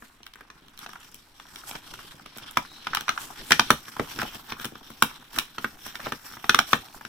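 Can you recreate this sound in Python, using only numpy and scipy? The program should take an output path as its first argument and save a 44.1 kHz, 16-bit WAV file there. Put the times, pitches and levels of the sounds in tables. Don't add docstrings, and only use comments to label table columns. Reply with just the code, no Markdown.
import sys
import numpy as np
from scipy import signal
from scipy.io import wavfile
from scipy.ndimage import uniform_filter1d

SR = 44100
rng = np.random.default_rng(int(sys.argv[2]) if len(sys.argv) > 2 else 0)


def file_out(sig):
    cols = np.atleast_2d(sig).T
    lim = np.clip(cols, -1, 1)
    pcm = np.round(lim * 32767).astype(np.int16)
    wavfile.write(sys.argv[1], SR, pcm)


N = 312624


def gain_of(db):
    return 10 ** (np.asarray(db) / 20)


def unit_rms(x):
    return x / np.sqrt(np.mean(x ** 2) + 1e-20)


def unit_peak(x):
    return x / (abs(x).max() + 1e-12)


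def curve_at(points, hz):
    point_hz, value = np.transpose(points)
    return np.interp(np.log(hz + 1), np.log(point_hz + 1), value)


def add(mix, start_s, sound):
    at = round(start_s * SR)
    part = mix[:, at:at + sound.shape[1]]
    part += sound[:, :part.shape[1]]


def ring(x, modes):
    out = 0
    for k, (hz, width, db) in enumerate(modes):
        r = np.exp(-np.pi * max(width, 5) / SR)
        poles = [1, -2 * r * np.cos(2 * np.pi * hz / SR), r * r]
        out = out + (-1) ** k * gain_of(db) * (1 - r) * signal.lfilter([1, 0, -1], poles, x)
    return out


# frequency_hz, likeness_ratio
MIC_LIKENESS = [(60, 0.97), (180, 0.96), (550, 0.64), (1650, 0.31), (4970, 0.12), (15000, 0.046)]
def at_mics(x, colour, patchy_db=0):
    hz, t, z = signal.stft(x, SR, nperseg=1024)
    alike = np.clip(curve_at(MIC_LIKENESS, hz), 0, 1)[:, None]
    patches = rng.standard_normal((len(t), len(hz))).T
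    patches = unit_rms(uniform_filter1d(uniform_filter1d(patches, size=30, axis=0), size=9, axis=1))
    pair = np.array([z[0], alike * z[0] + np.sqrt(1 - alike ** 2) * z[1]])
    pair *= gain_of(curve_at(colour, hz)[:, None] + patchy_db * patches)
    return unit_rms(signal.istft(pair, SR, nperseg=1024)[1][:, :N])


# frequency_hz, density_db
AIR_COLOUR = [(25, 0.5), (50, -15), (200, -23), (624, -25), (988, -19), (2990, -22), (3430, -53),
              (16000, -44)]
def room_air():
    return gain_of(-61) * at_mics(rng.standard_normal((2, N)), AIR_COLOUR)


# time_s, rub_db, hiss_db
THUMB_CONTACT = [(0.0, -66.5, -64), (0.3, -67, -81), (0.753, -60.5, -70.5), (1.003, -54.5, -63),
                 (1.369, -64, -70.5), (1.559, -52.5, -58), (2.102, -48, -58.5), (2.3, -56.5, -70.5),
                 (2.509, -50, -63), (3.051, -51.5, -65.5), (3.679, -49, -57.5), (4.57, -58, -71),
                 (5.108, -48.5, -60.5), (5.501, -77, -85), (6.0, -48.5, -59), (6.226, -57, -63.5),
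                 (6.6, -47, -58), (7.086, -55, -65)]
# peak_s, length_s, rub_db, hiss_db, rumble_db
THUMB_SCRAPES = [(0.056, 0.089, -55, -64, -67), (0.393, 0.053, -56.5, -69, -68),
                 (0.833, 0.059, -46.5, -55.5, -54), (0.906, 0.05, -47.5, -71, -65),
                 (1.465, 0.1, -50.5, -79, -79), (1.689, 0.073, -44, -42, -70),
                 (1.756, 0.024, -35.5, -55, -46), (2.433, 0.12, -45, -65, -51), (2.937, 0.1, -43, -70, -48),
                 (3.229, 0.17, -44.5, -45.5, -51.5), (3.405, 0.049, -41.5, -69, -39),
                 (3.522, 0.22, -49, -46, -50), (3.66, 0.2, -45, -69, -64), (3.886, 0.042, -45, -53.5, -54),
                 (4.132, 0.54, -42.5, -53, -50), (4.218, 0.11, -37, -63, -41.5),
                 (4.348, 0.045, -39.5, -54, -52), (4.501, 0.065, -39, -56, -47),
                 (4.612, 0.073, -44, -53, -53), (5.378, 0.087, -34.5, -46, -38),
                 (5.636, 0.36, -49, -59, -53.5), (5.862, 0.14, -44, -53, -53),
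                 (6.055, 0.066, -36.5, -54, -43), (6.259, 0.066, -45, -52.5, -71),
                 (6.328, 0.09, -41.5, -52.5, -51), (6.723, 0.11, -40.5, -43.5, -64),
                 (6.953, 0.049, -53, -52, -55)]
def thumb_levels():
    rise_share, swell_db = 0.42, 12
    t = np.arange(0, N + 64, 64) / SR
    times, rub_db, hiss_db = np.transpose(THUMB_CONTACT)
    rumble_db = -60 + 0.6 * (rub_db + 56.5)
    power = gain_of([np.interp(t, times, db) for db in (rub_db, hiss_db, rumble_db)]) ** 2
    for peak_s, length_s, *levels_db in THUMB_SCRAPES:
        from_peak = np.maximum((peak_s - t) / rise_share, (t - peak_s) / (1 - rise_share)) / length_s
        power += gain_of(np.array(levels_db)[:, None] - swell_db * from_peak) ** 2
    return [np.interp(np.arange(N) / SR, t, 10 * np.log10(p)) for p in power]


def stick_slip(per_s, spread_db, decay_s, cap=3.8):
    sizes = gain_of(spread_db * np.minimum(rng.exponential(1, N), cap))
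    slips = sizes * (rng.random(N) < per_s / SR)
    return unit_rms(signal.lfilter([1], [1, -np.exp(-1 / (decay_s * SR))], slips))


# frequency_hz, density_db
RUB_COLOUR = [(290, -69), (500, -10), (802, 5), (1530, 3), (1950, -4), (2650, -3.5), (3230, 2.5),
              (4800, -5), (5720, 1.5), (6900, -24), (8970, -54.5), (15200, -120)]
RUMBLE_COLOUR = [(25, 11.5), (75, -6), (129, 6), (213, 2.5), (260, 7.5), (500, -4.5), (650, -10),
                 (1100, -120)]
HISS_COLOUR = [(3820, -6), (6500, -2.5), (7590, 1.5), (10600, -1.5), (13800, 2.5), (15200, -1.5),
               (16000, -26)]
# time_s, gain_db
HISS_LIFT = [(0, -4), (3.6, -5), (4.45, 8), (4.8, 4), (6.3, 4.5), (7.09, 0)]
def thumb_rubbing(rub_db, hiss_db, rumble_db):
    slips = stick_slip(per_s=310, spread_db=1, decay_s=0.0086)
    bumps = stick_slip(per_s=32, spread_db=5.5, decay_s=0.0098)
    rub_noise, rumble_noise, hiss_noise = rng.standard_normal((3, 2, N))
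    knocks = stick_slip(per_s=270, spread_db=12, decay_s=0.0053)
    deep = signal.lfilter(*signal.butter(3, 2200, fs=SR), rub_noise)
    scrape = deep * (0.35 + knocks) + (rub_noise - deep) * (0.38 + slips)
    body = gain_of(rub_db + 2) * at_mics(scrape, RUB_COLOUR, patchy_db=3)
    rumble = gain_of(rumble_db) * at_mics(rumble_noise * (1.66 + bumps), RUMBLE_COLOUR)
    hiss = gain_of(hiss_db + 5.5) * at_mics(hiss_noise * (0.5 + slips), HISS_COLOUR, patchy_db=1)
    top = signal.filtfilt(*signal.butter(3, 12800, "high", fs=SR), hiss)
    lift = gain_of(np.interp(np.arange(N) / SR, *np.transpose(HISS_LIFT)))
    return body + rumble + hiss + top * (lift - 1)


# pitch_hz, width_hz, gain_db
LID_MODES = [(801, 700, -12)]
BOX_MODES = [(53.6, 48, -12), (145.7, 32, -6), (236.5, 71, -3), (494, 330, -4.5)]
CARD_MODES = [(2344, 133, 2.5), (3026, 770, 6), (3222, 498, 9.5), (3680, 540, 2), (4023, 333, 1.5),
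              (5640, 410, 0)]
CRACK_MODES = [(7460, 1700, 10), (10930, 670, 11.5), (13400, 22000, 2.5)]
def bridge_snap(flap_hz, thump_db, card_db, crack_db):
    t = np.arange(3000) / SR
    shared, per_mic = rng.standard_normal(len(t)), rng.standard_normal((2, len(t)))
    parting_s = 0.0022 + 0.0054 / (1 + gain_of(card_db))
    burst = (1 - np.exp(-(t / 0.0013) ** 2)) * np.exp(-(t / parting_s) ** 2)
    strain = 0.5 * np.exp(-((t - 0.0009) / 0.00051) ** 2)
    release = 2.24 * np.exp(-((t - 0.0014) / 0.00008) ** 2)
    kick = (1.76 * shared + 1.4 * per_mic) * burst + release - strain
    flap = ring(ring(kick, [(flap_hz, 560, 0)] + LID_MODES), [(1190, 2000, 0)])
    push = np.exp(-((t - 0.0015) / 0.00075) ** 2)
    thump = ring(push + 1.4 * per_mic * burst, BOX_MODES)
    parting = (0.1 * shared + 3.9 * per_mic) * burst
    bent_modes = np.array(CARD_MODES) * [1 + 0.039 * rng.standard_normal(), 1, 1]
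    card = ring(parting * burst ** 0.59, bent_modes) + 0.18 * ring(parting, [(3600, 6040, 0.013)])
    crack = ring(ring(parting * burst ** 2, CRACK_MODES), [(12500, 4500, 0)])
    parts = [(flap, 0), (thump, thump_db), (card, card_db), (crack, crack_db)]
    return sum(gain_of(db) * unit_peak(part) for part, db in parts)


# time_s, level_db, flap_hz, thump_db, card_db, crack_db
BRIDGE_SNAPS = [(0.022, -36, 1300, -7.5, -27.5, -16), (0.204, -50, 900, 0, -16, -23),
                (0.231, -49.5, 894, -22, 16, -14), (0.256, -60, 1450, -18, 4, 6),
                (0.265, -37.5, 1550, -28, 4, -3), (0.336, -44, 1690, -39, 7.5, -3),
                (0.356, -36.5, 1680, -16.5, -26.5, -8), (0.408, -36, 1410, -12, -12, -12),
                (0.501, -35.5, 1320, -17, -2.5, -22), (0.682, -47, 1100, -15, 4, -3),
                (0.775, -52.5, 1310, -13, 15, 11), (0.79, -44, 960, -10, 10.5, 13),
                (0.862, -27, 1100, -21, -7.5, -28), (0.891, -35.5, 1360, -13, -8, -6),
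                (0.932, -35, 1250, -36, -3, -5), (0.956, -33.5, 1260, -26, -17, -33),
                (1.144, -54.5, 800, 0, 16, 24.5), (1.398, -36.5, 1240, -33, -2, -13),
                (1.558, -37.5, 1420, -12.5, 8, 1), (1.711, -31, 870, -12, 5.5, -16),
                (1.938, -32.5, 1350, -13, -2, -5), (1.99, -35, 1240, -17.5, -21, -22),
                (2.26, -36, 953, -8.5, 2, -10), (2.365, -39, 840, 0, -7, -17),
                (2.373, -49, 1300, -23, 5, 19.5), (2.383, -34, 1380, -20, 1, 1),
                (2.51, -55, 1300, -20, 0, 25), (2.571, -6, 980, -17.5, -9.5, -18),
                (2.869, -17.5, 1300, -22.5, -5.5, -29), (2.933, -18.5, 1440, -32, -15, -35),
                (2.948, -17.5, 1340, -40, 1.5, -2), (2.97, -16, 1280, -22, -0.5, -36),
                (3.008, -30, 1720, -11, 3, 2.5), (3.081, -15.5, 1200, -26, -7, -32),
                (3.091, -12, 1160, -24, -4, -19), (3.176, -18, 1450, -44, -13, -36),
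                (3.507, -13, 1400, -10.5, 2.5, -8), (3.513, -14, 970, -24, -10, -20),
                (3.519, -2.5, 1770, -21, -1, -35), (3.595, -2.5, 1190, -21, -4, -28),
                (3.704, -0.5, 1270, -14.5, -6, -10.5), (3.881, -34, 1410, -13.5, -3, -18),
                (3.966, -26, 950, -18, -22, -14), (3.996, -15, 870, -3.5, -12.5, -22),
                (4.188, -22, 1300, -8.5, -3, -20), (4.196, -21, 1490, -19, -19, -23),
                (4.216, -18, 1470, -36, -8, -11), (4.23, -22.5, 810, -4, -7, -9),
                (4.351, -33.5, 790, -2, -19, -6), (4.521, -23.5, 1370, -9, -1, -24),
                (4.597, -32, 1440, -13, 0.5, -8), (4.645, -24.5, 1460, -13.5, 3.5, -4),
                (4.653, -28.5, 1270, -2.5, 3.5, 3.5), (4.721, -49.5, 800, 12, -15, -25),
                (4.754, -34, 1290, -10, -6.5, -43), (4.902, -35.5, 1220, -2.5, -8, -4),
                (5.023, -4, 1170, -17.5, -4, -6.5), (5.331, -40, 894, -29, -7, 4),
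                (5.361, -28, 1400, -23, -9, 1), (5.386, -13, 1400, -24.5, 5, -2),
                (5.582, -21.5, 1220, -11.5, -7, -23), (5.644, -14, 1390, -14, -15, -18),
                (5.864, -28, 910, -14.5, -10, -1.5), (5.954, -25.5, 1630, -20, -0.5, -21),
                (6.001, -29.5, 1370, -18, -8, -25), (6.067, -21, 800, -5.5, -26, -20),
                (6.121, -17.5, 1280, -12, -7.5, -15), (6.369, -32.5, 1150, -9.5, -23, -34),
                (6.442, -22.5, 996, -13.5, -9.5, -24), (6.494, -4, 1510, -16, -1.5, -18),
                (6.545, -4, 1390, -21.5, -4.5, -15), (6.589, -5, 1350, -19.5, -2, -15),
                (6.731, -4.5, 1360, -16, -3, -23), (7.01, -32, 1020, -17, -28, -13),
                (7.05, -27, 1660, -13.5, -5.5, -17)]
def tearing_perforation():
    out = np.zeros((2, N))
    for time_s, level_db, *timbre in BRIDGE_SNAPS:
        add(out, time_s - 0.001, gain_of(level_db + 2.5) * bridge_snap(*timbre))
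    return out


# delay_s, level_db
NEAR_ECHOES = [(.0047, -30), (.0088, -15.5), (.0127, -30.5)]
# frequency_hz, t60_s, level_db
ROOM_DECAY = [(100, 0.15, 0.5), (620, 0.11, 5), (1510, 0.15, -3.5), (2840, 0.19, -5), (5400, 0.26, -10.5),
              (13000, 0.15, -3)]
def room_response():
    taps = np.zeros((2, SR // 2))
    slots = np.arange(340, SR // 2 - 20, 20)
    arrivals = slots + rng.integers(0, 20, (2, len(slots)))
    np.put_along_axis(taps, arrivals, rng.choice([-1., 1.], arrivals.shape), 1)
    hz, t, z = signal.stft(taps, SR, nperseg=256)
    bands = np.array(ROOM_DECAY)
    t60_s, level_db = curve_at(bands[:, :2], hz)[:, None], curve_at(bands[:, ::2], hz)[:, None]
    left, right = signal.istft(z * gain_of(level_db - 60 * t / t60_s), SR, nperseg=256)[1]
    right += signal.filtfilt(*signal.butter(1, 900, fs=SR), left - right)
    out = gain_of(-9) * np.array([left, right]) / np.linalg.norm(left)
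    for delay_s, db in NEAR_ECHOES:
        echo = gain_of(db) * np.array([[0.8, 0.3]])
        add(out[:1], delay_s, echo)
        add(out[1:], delay_s + 0.0002, echo)
    return out


def room_reflections(direct):
    drift_hz = 7
    phase = np.pi * drift_hz * np.arange(N) / SR
    shares = [np.sqrt(2 / 3) * abs(np.cos(phase + k * np.pi / 3)) for k in range(3)]
    distant = direct - 0.45 * ring(direct, [(1150, 730, 0.0094)])
    return sum(signal.fftconvolve(distant * share, room_response(), axes=1)[:, :N] for share in shares)


def fibre_ticks(modes):
    envelope = stick_slip(per_s=45, spread_db=2.3, decay_s=0.00071, cap=3)
    clicks = rng.standard_normal((2, N)) * envelope
    return unit_rms(ring(clicks + 0.71 * clicks[::-1], modes))


def fibre_crackle(rub_db, hiss_db):
    flap = gain_of(rub_db - 11) * fibre_ticks([(1400, 450, 0)] + LID_MODES)
    card = gain_of(rub_db - 13) * fibre_ticks(CARD_MODES)
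    crack = gain_of(hiss_db - 5.5) * fibre_ticks(CRACK_MODES)
    return flap + card + crack


# start_s, length_s, pitch_hz, level_db
GLOSS_SQUEAKS = [(1.99, 0.14, 3160, -56), (2.631, 0.24, 3900, -52), (4.479, .035, 3600, -50),
                 (4.579, 0.08, 1496, -47)]
def gloss_squeaks():
    out = np.zeros((2, N))
    for start_s, length_s, pitch_hz, level_db in GLOSS_SQUEAKS:
        t = np.arange(0, length_s, 1 / SR)
        noise = rng.standard_normal((2, len(t))) + 1j * rng.standard_normal((2, len(t)))
        fuzz = uniform_filter1d(noise, 100)
        tone = ((fuzz + fuzz[0]) * np.exp(2j * np.pi * pitch_hz * t * (1 + 0.06 * t))).real
        swell = np.sin(np.pi * t / length_s) ** 0.5
        add(out, start_s, gain_of(level_db) * unit_rms(tone) * swell)
    return out


def scene():
    snaps = tearing_perforation()
    air = room_air()
    reflections = room_reflections(snaps)
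    rub_db, hiss_db, rumble_db = thumb_levels()
    rubbing = thumb_rubbing(rub_db, hiss_db, rumble_db)
    return air + rubbing + snaps + reflections + fibre_crackle(rub_db, hiss_db) + gloss_squeaks()


def record(dry):
    cutoff_hz = 16200
    lowpass = signal.firwin(511, cutoff_hz, window=("kaiser", 9), fs=SR)
    return signal.oaconvolve(np.clip(dry, -1, 1), lowpass[None], "same")


dry = scene()
out = record(dry)
file_out(out)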